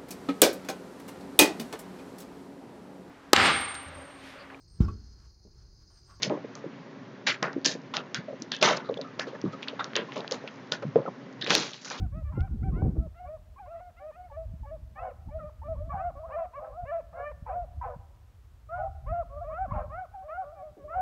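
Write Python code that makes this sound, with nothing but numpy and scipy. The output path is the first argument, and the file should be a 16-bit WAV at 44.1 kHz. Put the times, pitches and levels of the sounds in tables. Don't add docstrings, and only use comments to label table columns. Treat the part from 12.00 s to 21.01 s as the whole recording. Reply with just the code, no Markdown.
import sys
import numpy as np
from scipy import signal
from scipy.fft import rfft, irfft, next_fast_len
from scipy.io import wavfile
from scipy.ndimage import uniform_filter1d, map_coordinates

SR = 44100
rng = np.random.default_rng(int(sys.argv[2]) if len(sys.argv) > 2 else 0)


def generate_wav(sig):
    pcm = np.round(np.clip(np.atleast_2d(sig).T, -1, 1) * 32767).astype(np.int16)
    wavfile.write(sys.argv[1], SR, pcm)


N = 397341

# freq_hz, relative_db
THROAT = [(390, -46.5), (520, 2), (800, 2.5), (1100, 3), (1500, -4), (1900, -19), (2250, -15.5),
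          (2900, -33.5), (4200, -56.5)]


def amp(db):
    return 10 ** (np.asarray(db) / 20)


def unit(x):
    return x / np.sqrt(np.mean(x ** 2) + 1e-20)


def along(points, hz):
    f, v = np.transpose(points)
    return np.interp(np.log(hz + 1), np.log(f + 1), v)


def wobble(rate_hz, size):
    knots = rng.standard_normal(int(size * rate_hz / SR) + 4)
    return map_coordinates(knots, [np.arange(size) * rate_hz / SR])


def filtered(x, response):
    m = next_fast_len(len(x) + 8192)
    return irfft(rfft(x, m) * response(np.fft.rfftfreq(m, 1 / SR)), m)[:len(x)]


def noise(spectrum):
    return unit(filtered(rng.standard_normal(N), lambda hz: amp(along(spectrum, hz))))


def add(track, s, sound):
    part = track[max(round(s * SR), 0):][:len(sound)]
    part += sound[:len(part)]


def gate(t, start_s, end_s, edge_s):
    ramp = np.minimum(t - start_s, end_s - t) / edge_s + .5
    return np.sin(np.pi / 2 * np.clip(ramp, 0, 1)) ** 2


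def phase_of(hz):
    return 2 * np.pi * np.cumsum(hz) / SR


def span(s, length_s, edge_s):
    t = np.arange(-edge_s, length_s + edge_s, 1 / SR)
    t = t[s + t >= 0]
    return t, np.clip(t / length_s, 0, 1), gate(t, 0, length_s, edge_s)


def breath_puffs(breath, s, t, phase):
    return np.interp(s + t, np.arange(N) / SR, breath) * (1 + np.cos(phase))


def pack():
    # start_s, length_s, first_pitch_hz, held_pitch_hz, slide_share, base_level_db,
    # jaw_open_share, second_harmonic_db, upper_harmonics_db (both over base), voice_break_semitones, swell_db
    yelps = [(-0.002, 0.075, 577, 756, 0.16, -47.5, 0.14, 3, -12, 1, -4),
             (0.122, 0.11, 540, 638, 0.54, -39.5, 0.87, -13.5, -31, 0.0, 2),
             (0.243, 0.11, 595, 622, 0.93, -51.0, 0.52, -2.5, -20, 2, -1),
             (0.344, 0.139, 667, 778, 0.97, -48.5, 0.56, 4, -11, 0.9, 7),
             (0.629, 0.081, 654, 772, 0.2, -42.5, 0.086, -2, -12.5, 0.0, -8),
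             (0.728, 0.16, 598, 774, 0.59, -46, 0.56, -5, -18, 0.4, -0.5),
             (0.948, 0.13, 546, 656, 0.45, -43.5, 0.81, -18, -53, 0.0, 15),
             (1.143, 0.152, 602, 732, 0.19, -43.5, 0.34, -12, -19.5, 1.3, 6),
             (1.251, 0.126, 537, 633, 0.62, -39, 0.27, -11.5, -28, 0.6, -2),
             (1.581, 0.11, 816, 715, 0.63, -45.5, 0.14, -4, -14.5, 3.5, -10.5),
             (1.659, 0.15, 501, 674, 0.42, -40, 0.08, -6, -22, 0.0, 0.5),
             (1.738, 0.17, 586, 717, 0.36, -48, 0.39, -5.5, -17.5, 1.1, 6),
             (1.965, 0.11, 623, 777, 0.17, -51.5, 0.29, -5.5, -13, 2, -12),
             (1.999, 0.12, 543, 633, 0.68, -39, 0.16, -8, -23, 0.0, 2.5),
             (2.12, 0.17, 578, 729, 0.31, -47, 0.27, -8, -17, 2.2, -2),
             (2.313, 0.15, 566, 650, 0.31, -39, 0.38, -17.5, -31.5, 1.8, -9),
             (2.652, 0.12, 540, 643, 0.19, -36.5, 0.49, -19, -32.5, 2.0, 1),
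             (2.956, 0.16, 557, 739, 0.45, -39.5, 0.44, -4.5, -14.5, 1.56, 1.5),
             (3.306, 0.1, 557, 641, 0.5, -32.5, 0.4, -23, -33, 0.7, 0),
             (3.389, 0.11, 710, 608.7, 0.41, -38.5, 0.23, -1, -26, 0.5, -0.5),
             (3.624, 0.14, 423.5, 657, 0.15, -33, 0.41, -15, -40, 2.0, 3),
             (3.764, 0.16, 538, 682, 1.0, -43.5, 0.25, -14.5, -40, -0.5, -19),
             (3.893, 0.1, 562, 746, 0.89, -38.7, 0.27, -3.5, -29, 2.5, -6.5),
             (3.922, 0.13, 852, 758, 0.46, -36.5, 0.14, 0.5, -46.5, 2, 1),
             (3.96, 0.15, 525.5, 713, 0.73, -31.5, 0.38, -9.5, -28.5, 0.2, 5.5),
             (4.152, 0.17, 544, 687, 0.95, -40, 0.26, -14.5, -44, 1.4, -21),
             (4.234, 0.079, 462, 657, 0.54, -51.5, 0.34, 8, -26, 2, 2),
             (4.303, 0.158, 472.5, 673.5, 0.24, -29, 0.38, -10.5, -24, 2.0, 1.5),
             (4.39, 0.098, 767, 725, 0.79, -38.5, 0.11, -14, -35, -0.5, -4),
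             (4.536, 0.07, 472.4, 591, 0.41, -39.5, 0.88, 2.5, -19, 0.65, -6),
             (4.568, 0.14, 562, 644.4, 0.68, -33, 0.81, -19.5, -55, 0.0, -12),
             (4.711, 0.16, 508, 713, 0.45, -39.5, 0.39, -13, -48, 1.2, -1.5),
             (4.852, 0.16, 488.5, 676.6, 0.24, -28.5, 0.4, -15, -27, 2.5, 3.5),
             (5.13, 0.128, 584, 720, 0.64, -39.5, 0.071, -2, -21.5, 1.5, 0),
             (5.161, 0.16, 528.4, 663, 0.98, -30, 0.905, -13.5, -27, 1.53, 11),
             (5.459, 0.198, 436.2, 713, 0.52, -33, 0.43, -18, -33.5, 1.0, -3),
             (6.69, 0.16, 604.6, 733.4, 0.51, -29.3, 0.85, -11, -38.5, 0.13, 0.5),
             (6.775, 0.106, 597.4, 668, 0.97, -33, 0.1, -8.5, -31, -0.5, -5),
             (6.776, 0.13, 839, 777, 0.41, -37, 0.08, -28.5, -48, 0.6, 1),
             (7.064, 0.17, 489.5, 696.5, 0.22, -28, 0.34, -9, -33, 1.73, 0.5),
             (7.297, 0.16, 532, 708, 0.9, -34, 0.71, -15, -54.5, 2.33, 1.5),
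             (7.428, 0.12, 538.5, 650, 0.8, -34, 0.24, -9, -32.5, -0.5, 5),
             (7.496, 0.17, 512, 791, 0.84, -32, 0.52, -3.5, -31, 0.5, 8),
             (7.677, 0.19, 533.4, 613, 0.26, -36, 0.3, -8.5, -32.5, 1.25, -2),
             (7.898, 0.16, 532, 763, 0.67, -33, 0.72, -7, -30.5, 0.4, 0.5),
             (8.13, 0.13, 815, 768, 0.27, -44, 0.076, -8, -30, 3.5, -9),
             (8.223, 0.14, 528.6, 638.6, 0.77, -41.5, 0.1, -10, -34, 1, -3),
             (8.281, 0.17, 537.6, 762.5, 0.47, -33, 0.55, -7.5, -29, 1.27, 0.5),
             (8.418, 0.152, 543, 681, 1.0, -37.7, 0.7, -17, -52, 1.6, -16),
             (8.557, 0.122, 800, 735, 0.57, -48, 0.12, -21, -18, 1, -7),
             (8.552, 0.16, 616, 595.5, 1.0, -40, 0.48, -15, -40, 2.6, -1.5),
             (8.783, 0.18, 580, 592, 0.73, -41.5, 0.33, -22, -41, 2.0, -8),
             (8.88, 0.19, 556, 751, 0.32, -30, 0.4, -6, -29.5, 1.65, 7)]
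    # start_s, length_s, pulse_rate_hz, first_jaw_resonance_hz, last_jaw_resonance_hz,
    # level_at_swell_top_db, swell_share, brightness_db_per_octave
    barks = [(0.314, 0.16, 261, 1063, 570, -53.5, .08, 6), (2.96, 0.17, 263.3, 813, 547, -40, 0.55, 2),
             (3.918, 0.1, 248.8, 890, 675, -41.5, .29, 1.5), (4.267, .14, 262.5, 659, 581, -46, 0.22, -3),
             (4.378, 0.054, 336, 1143, 990, -44.5, .17, 0.5),
             (4.606, 0.14, 259.7, 727, 521, -42, 0.35, -3.5),
             (4.914, 0.069, 333.2, 1261, 1330, -48.5, .28, 0), (5.13, 0.12, 256, 707, 528, -44, 0.56, -3),
             (5.464, .128, 249.4, 946, 476, -38, .29, 1), (5.815, .14, 251, 1034, 447, -36.5, 0.31, -0.5),
             (6.744, 0.043, 256, 982, 1020, -51.5, 0.76, -3),
             (7.717, 0.14, 266.4, 1070, 516.4, -37, 0.47, 3),
             (8.936, 0.067, 273.4, 1010, 566, -43, 0.79, 0)]
    # start_s, length_s, mid_pitch_hz, glide_octaves, level_db
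    squeaks = [(0.72, 0.061, 1047, -0.13, -55.5), (1.561, 0.03, 1097, 0.22, -53),
               (2.3, 0.026, 872, -0.16, -51), (2.633, 0.029, 866, -0.095, -50),
               (3.286, 0.019, 870, -0.093, -51.5), (3.618, 0.017, 898, 0.066, -45.5),
               (3.904, 0.028, 1140, -0.06, -38), (5.464, 0.0091, 912, 0.064, -41),
               (5.813, 0.016, 977, 0.029, -37.5), (7.71, 0.016, 1065, 0.21, -35.5)]
    dogs, rasp = np.zeros(N), noise(THROAT)
    for row in yelps:
        add(dogs, *yelp(row, amp(-26.5) * rasp, jitter=0.0097, waver=.004,
                        shimmer_db=2.46, upper_shimmer_db=3.5, edge_s=.012))
    for row in barks:
        add(dogs, *bark(row, amp(-10.0) * rasp, jitter=.025, shimmer_db=5.5,
                        squeal_db=4.5, closing_db=13.5, edge_s=.011))
    for row in squeaks:
        add(dogs, *squeak(row))
    return filtered(dogs, lambda hz: 1 / np.sqrt(1 + (440 / (hz + 1)) ** 20))


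def yelp(row, breath, jitter, waver, shimmer_db, upper_shimmer_db, edge_s):
    # freq_hz, gain_db
    lower = [(480, -13.5), (580, -2), (680, -0.27), (780, 2.1), (900, 6.5), (1100, 0.1), (1300, -1.5),
             (1450, -2.5), (1600, -11)]
    # freq_hz, gain_db
    upper = [(1750, 5), (2050, -1.5), (2350, 0.3), (2700, -9), (3100, -17.5), (3600, -35.5)]
    slide_ease = 1.64
    sag_octaves_per_s = .12
    drop_octaves, drop_s, drop_s_per_octave = .55, .003, .013
    attack_db, attack_s = 12.5, .022
    release_db, release_s = 14.5, .022
    jaw_s, reopen_s = .0052, .009
    shut_first_db, shut_second_db, shut_upper_db = 7.5, 9.0, 9.5

    (s, length_s, first_hz, held_hz, slide, base_db, jaw_open,
     second_db, upper_db, break_semitones, swell_db) = row
    t, u, opening = span(s, length_s, edge_s)
    since_s, left_s = u * length_s, (1 - u) * length_s
    shut = .5 + .5 * np.tanh((since_s - jaw_open * length_s) / jaw_s)

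    climb, leap = np.log2(held_hz / first_hz), break_semitones / 12
    below = (climb - leap) * np.maximum(1 - u / slide, 0) ** slide_ease + leap * (1 - shut)
    sag = sag_octaves_per_s * np.maximum(since_s - slide * length_s, 0)
    drop = drop_octaves * np.exp(-left_s / (drop_s + drop_s_per_octave * max(climb, 0)))
    pitch_hz = held_hz * 2 ** -(below + sag + drop)

    attack = attack_db * np.exp(-since_s / attack_s)
    release = release_db * np.exp(-left_s / release_s)
    effort_db = base_db + swell_db * (u - .5) - attack - release

    muted = shut * (1 - np.exp(-left_s / reopen_s))
    levels_db = [along(lower, pitch_hz) - shut_first_db * (1 - shut),
                 along(lower, 2 * pitch_hz) + second_db - shut_second_db * muted]
    levels_db += [along(upper, k * pitch_hz) + upper_db - shut_upper_db * muted for k in (3, 4, 5)]
    depths_db = [shimmer_db] * 2 + [upper_shimmer_db] * 3

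    unsteady = 1 + jitter * wobble(129.6, len(t)) + waver * wobble(35, len(t))
    phase = phase_of(pitch_hz * unsteady)
    voice = sum(amp(level + depth * wobble(58.2, len(t))) * np.sin(k * phase)
                for k, (level, depth) in enumerate(zip(levels_db, depths_db), 1))
    air = breath_puffs(breath, s, t, phase) * amp((levels_db[0] + levels_db[1]) / 2)
    return s + t[0], opening * amp(effort_db) * (voice + air)


def bark(row, breath, jitter, shimmer_db, squeal_db, closing_db, edge_s):
    swell_depth_db, sag_octaves = 12.5, .08
    shut_mouth_hz = 564
    squeal_fade_db, breath_fade_db = 2.5, 5

    s, length_s, pulse_hz, first_hz, last_hz, top_db, swell, bright_db = row
    t, u, opening = span(s, length_s, edge_s)
    rate_hz = pulse_hz * 2 ** (sag_octaves * (.5 - u))
    jaw_hz = first_hz * (last_hz / first_hz) ** u
    mouth_hz = np.maximum(jaw_hz, shut_mouth_hz)
    level_db = top_db - swell_depth_db * np.interp(u, [0, swell, 1], [1, 0, 1])
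    slack = np.minimum((265 / rate_hz) ** 5, 1)
    phase = phase_of(rate_hz * (1 + jitter * slack * wobble(260, len(t))))

    k = np.arange(2, 13)[:, None]
    mouth = 1 + 2.7 / (1 + 1j * (k * rate_hz - mouth_hz) / 110)
    tilt_db = (bright_db + closing_db * np.log2(jaw_hz / 750)) * np.log2(k / 2)
    gains = amp(along(THROAT, k * rate_hz) + tilt_db) * mouth
    gains = gains / np.linalg.norm(gains, axis=0)
    flutter = amp(shimmer_db * slack * np.array([wobble(93.7, len(t)) for _ in k]))
    growl = unit(np.sum(gains * flutter * np.exp(1j * k * phase), axis=0).real)

    shake = 1 + 0.057 * np.cos(phase)
    squeal = np.sin(phase_of(mouth_hz) + 0.24 * wobble(170, len(t))) * shake
    squeal = amp(squeal_db - squeal_fade_db * u) * squeal
    air = amp(-breath_fade_db * u) * breath_puffs(breath, s, t, phase)
    return s + t[0], amp(level_db) * opening * unit(growl + slack * (squeal + air))


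def squeak(row):
    s, length_s, hz, octaves, level_db = row
    t = np.arange(-SR // 100, (length_s + .01) * SR) / SR
    progress = t / length_s - .5
    phase = phase_of(hz * 2 ** (octaves * progress))
    swell = gate(t, 0, length_s, 0.0038) * amp(3 * progress)
    return s + t[0], amp(level_db) * swell * (np.sin(phase) + amp(-27.0) * np.sin(2 * phase))


def wood(x):
    # freq_hz, t60_s
    decay = [(500, 0.84), (1400, 1.0), (3000, 0.36)]
    hz, t, z = signal.stft(rng.standard_normal(SR), SR, nperseg=256)
    fall = amp(-60 * t / along(decay, hz)[:, None])
    onset = 1 - np.exp(-t / 0.02)
    tail = signal.istft(z * fall * onset, SR, nperseg=256)[1]
    return signal.fftconvolve(x, tail / np.linalg.norm(tail))[:N]


def wind():
    # time_s, buffet_db, eddy_db
    opening_gust = [(0.0, -34, -35.5), (0.044, -25.5, -40.5), (0.098, -42.5, -47), (0.168, -33.5, -42),
                    (0.3, -36, -56.5), (0.376, -32, -35), (0.4, -28.5, -38), (0.476, -34, -42),
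                    (0.862, -28, -27.5), (0.942, -33, -35.5), (0.968, -32.5, -27.5), (0.996, -22.5, -32.5),
                    (1.022, -39, -46), (1.072, -38, -36.5), (1.14, -54, -77)]
    # time_s, buffet_db, eddy_db
    breeze = [(1.2, -48.5, -68), (2.16, -60, -73), (2.46, -40, -73), (2.52, -40.5, -56.5),
              (3.16, -51.5, -66.5), (3.29, -40.5, -52.5), (3.48, -47.5, -51), (3.53, -52, -76),
              (3.72, -35.5, -49.5), (4.59, -58, -70), (4.87, -45, -71), (4.94, -55.5, -67.5),
              (5.81, -40.5, -61), (6.14, -54.5, -74), (6.68, -53, -75), (6.85, -39.5, -62),
              (7.01, -46, -76), (7.12, -32, -46), (7.16, -44.5, -63.5), (7.64, -44, -61.5),
              (7.73, -33, -43), (8.07, -55.5, -74), (8.62, -58, -68.5), (8.81, -59.5, -61),
              (8.97, -43.5, -69), (9.01, -48, -49)]
    # freq_hz, relative_db_per_hz
    buffet_spectrum = [(15, -43), (28, -12), (43, 6), (70, 7), (110, -2.5), (170, -22), (260, -35.5),
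                       (500, -81.5)]
    eddy_spectrum = [(60, -14.5), (150, 6), (220, -4.5), (320, -12.5), (480, -41), (1800, -83.5)]
    roar_spectrum = [(150, -19.5), (330, 14), (500, 0), (900, -15.5), (1600, -30), (3000, -57.5),
                     (6000, -110)]
    s, *columns = np.transpose(opening_gust + breeze)
    buffet_db, eddy_db = (np.interp(np.arange(N) / SR, s, c) for c in columns)
    buffet = amp(buffet_db + 0.68) * lumps(buffet_spectrum, rate_hz=24, depth_db=3.0)
    eddies = amp(eddy_db - 0.5) * lumps(eddy_spectrum, rate_hz=35, depth_db=5.5)
    roar = amp(-45.0 + 2.05 * (eddy_db + 31.5)) * lumps(roar_spectrum, rate_hz=40, depth_db=2)
    return buffet + eddies + roar


def lumps(spectrum, rate_hz, depth_db):
    x = noise(spectrum) * amp(depth_db * wobble(rate_hz, N))
    slow_power = np.abs(uniform_filter1d(x ** 2, size=7500))
    return x / np.sqrt(slow_power + 1e-9)


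def puffs():
    # centre_s, peak_db
    puff_rows = [(.38, -20.5), (2.54, -30), (3.885, -35.5), (3.943, -29.5), (4.838, -36.5), (5.427, -34.5),
                 (5.965, -34.5), (7.113, -32), (7.723, -24)]
    out, t = np.zeros(N), np.arange(-SR // 20, SR // 20) / SR
    u = t / 0.0028
    for s, peak_db in puff_rows:
        add(out, s + t[0], amp(peak_db) * (1 - 2 * u ** 2) * np.exp(-u ** 2))
    return out


def taps():
    # start_s, peak_db, centre_hz, width_octaves, t60_s
    tap_rows = [(.376, -29.5, 300, 0.52, 0.055), (.407, -38.5, 2600, 0.7, 0.0088),
                (.821, -29, 450, 0.6, 0.022), (8.77, -44, 400, 0.47, 0.61)]
    out, t = np.zeros(N), np.arange(SR // 4) / SR
    for s, peak_db, hz, width, t60_s in tap_rows:
        burst = rng.standard_normal(len(t)) * amp(-60 * t / t60_s)
        padded = np.pad(burst, (SR // 100, 0))
        tap = filtered(padded, lambda f: np.exp(-.5 * (np.log2((f + 1) / hz) / width) ** 2))
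        add(out, s - 1 / 100, amp(peak_db) * tap / np.abs(tap).max())
    return out


def still_air():
    # freq_hz, relative_db_per_hz
    air_spectrum = [(400, 12), (1300, 7), (2200, 1), (4200, -3), (9300, -8), (10500, -11.5), (11500, -7.5),
                    (15500, -11)]
    return amp(-69) * noise(air_spectrum)


def scene():
    dogs = pack()
    voices = amp(2.55) * dogs + amp(-20.5) * wood(dogs)
    return (voices + wind() + puffs() + taps() + still_air())[None]


def record(dry):
    top_hz = 15750
    return np.array([filtered(channel, lambda hz: hz < top_hz) for channel in dry])


dry = scene()
out = record(dry)
generate_wav(out)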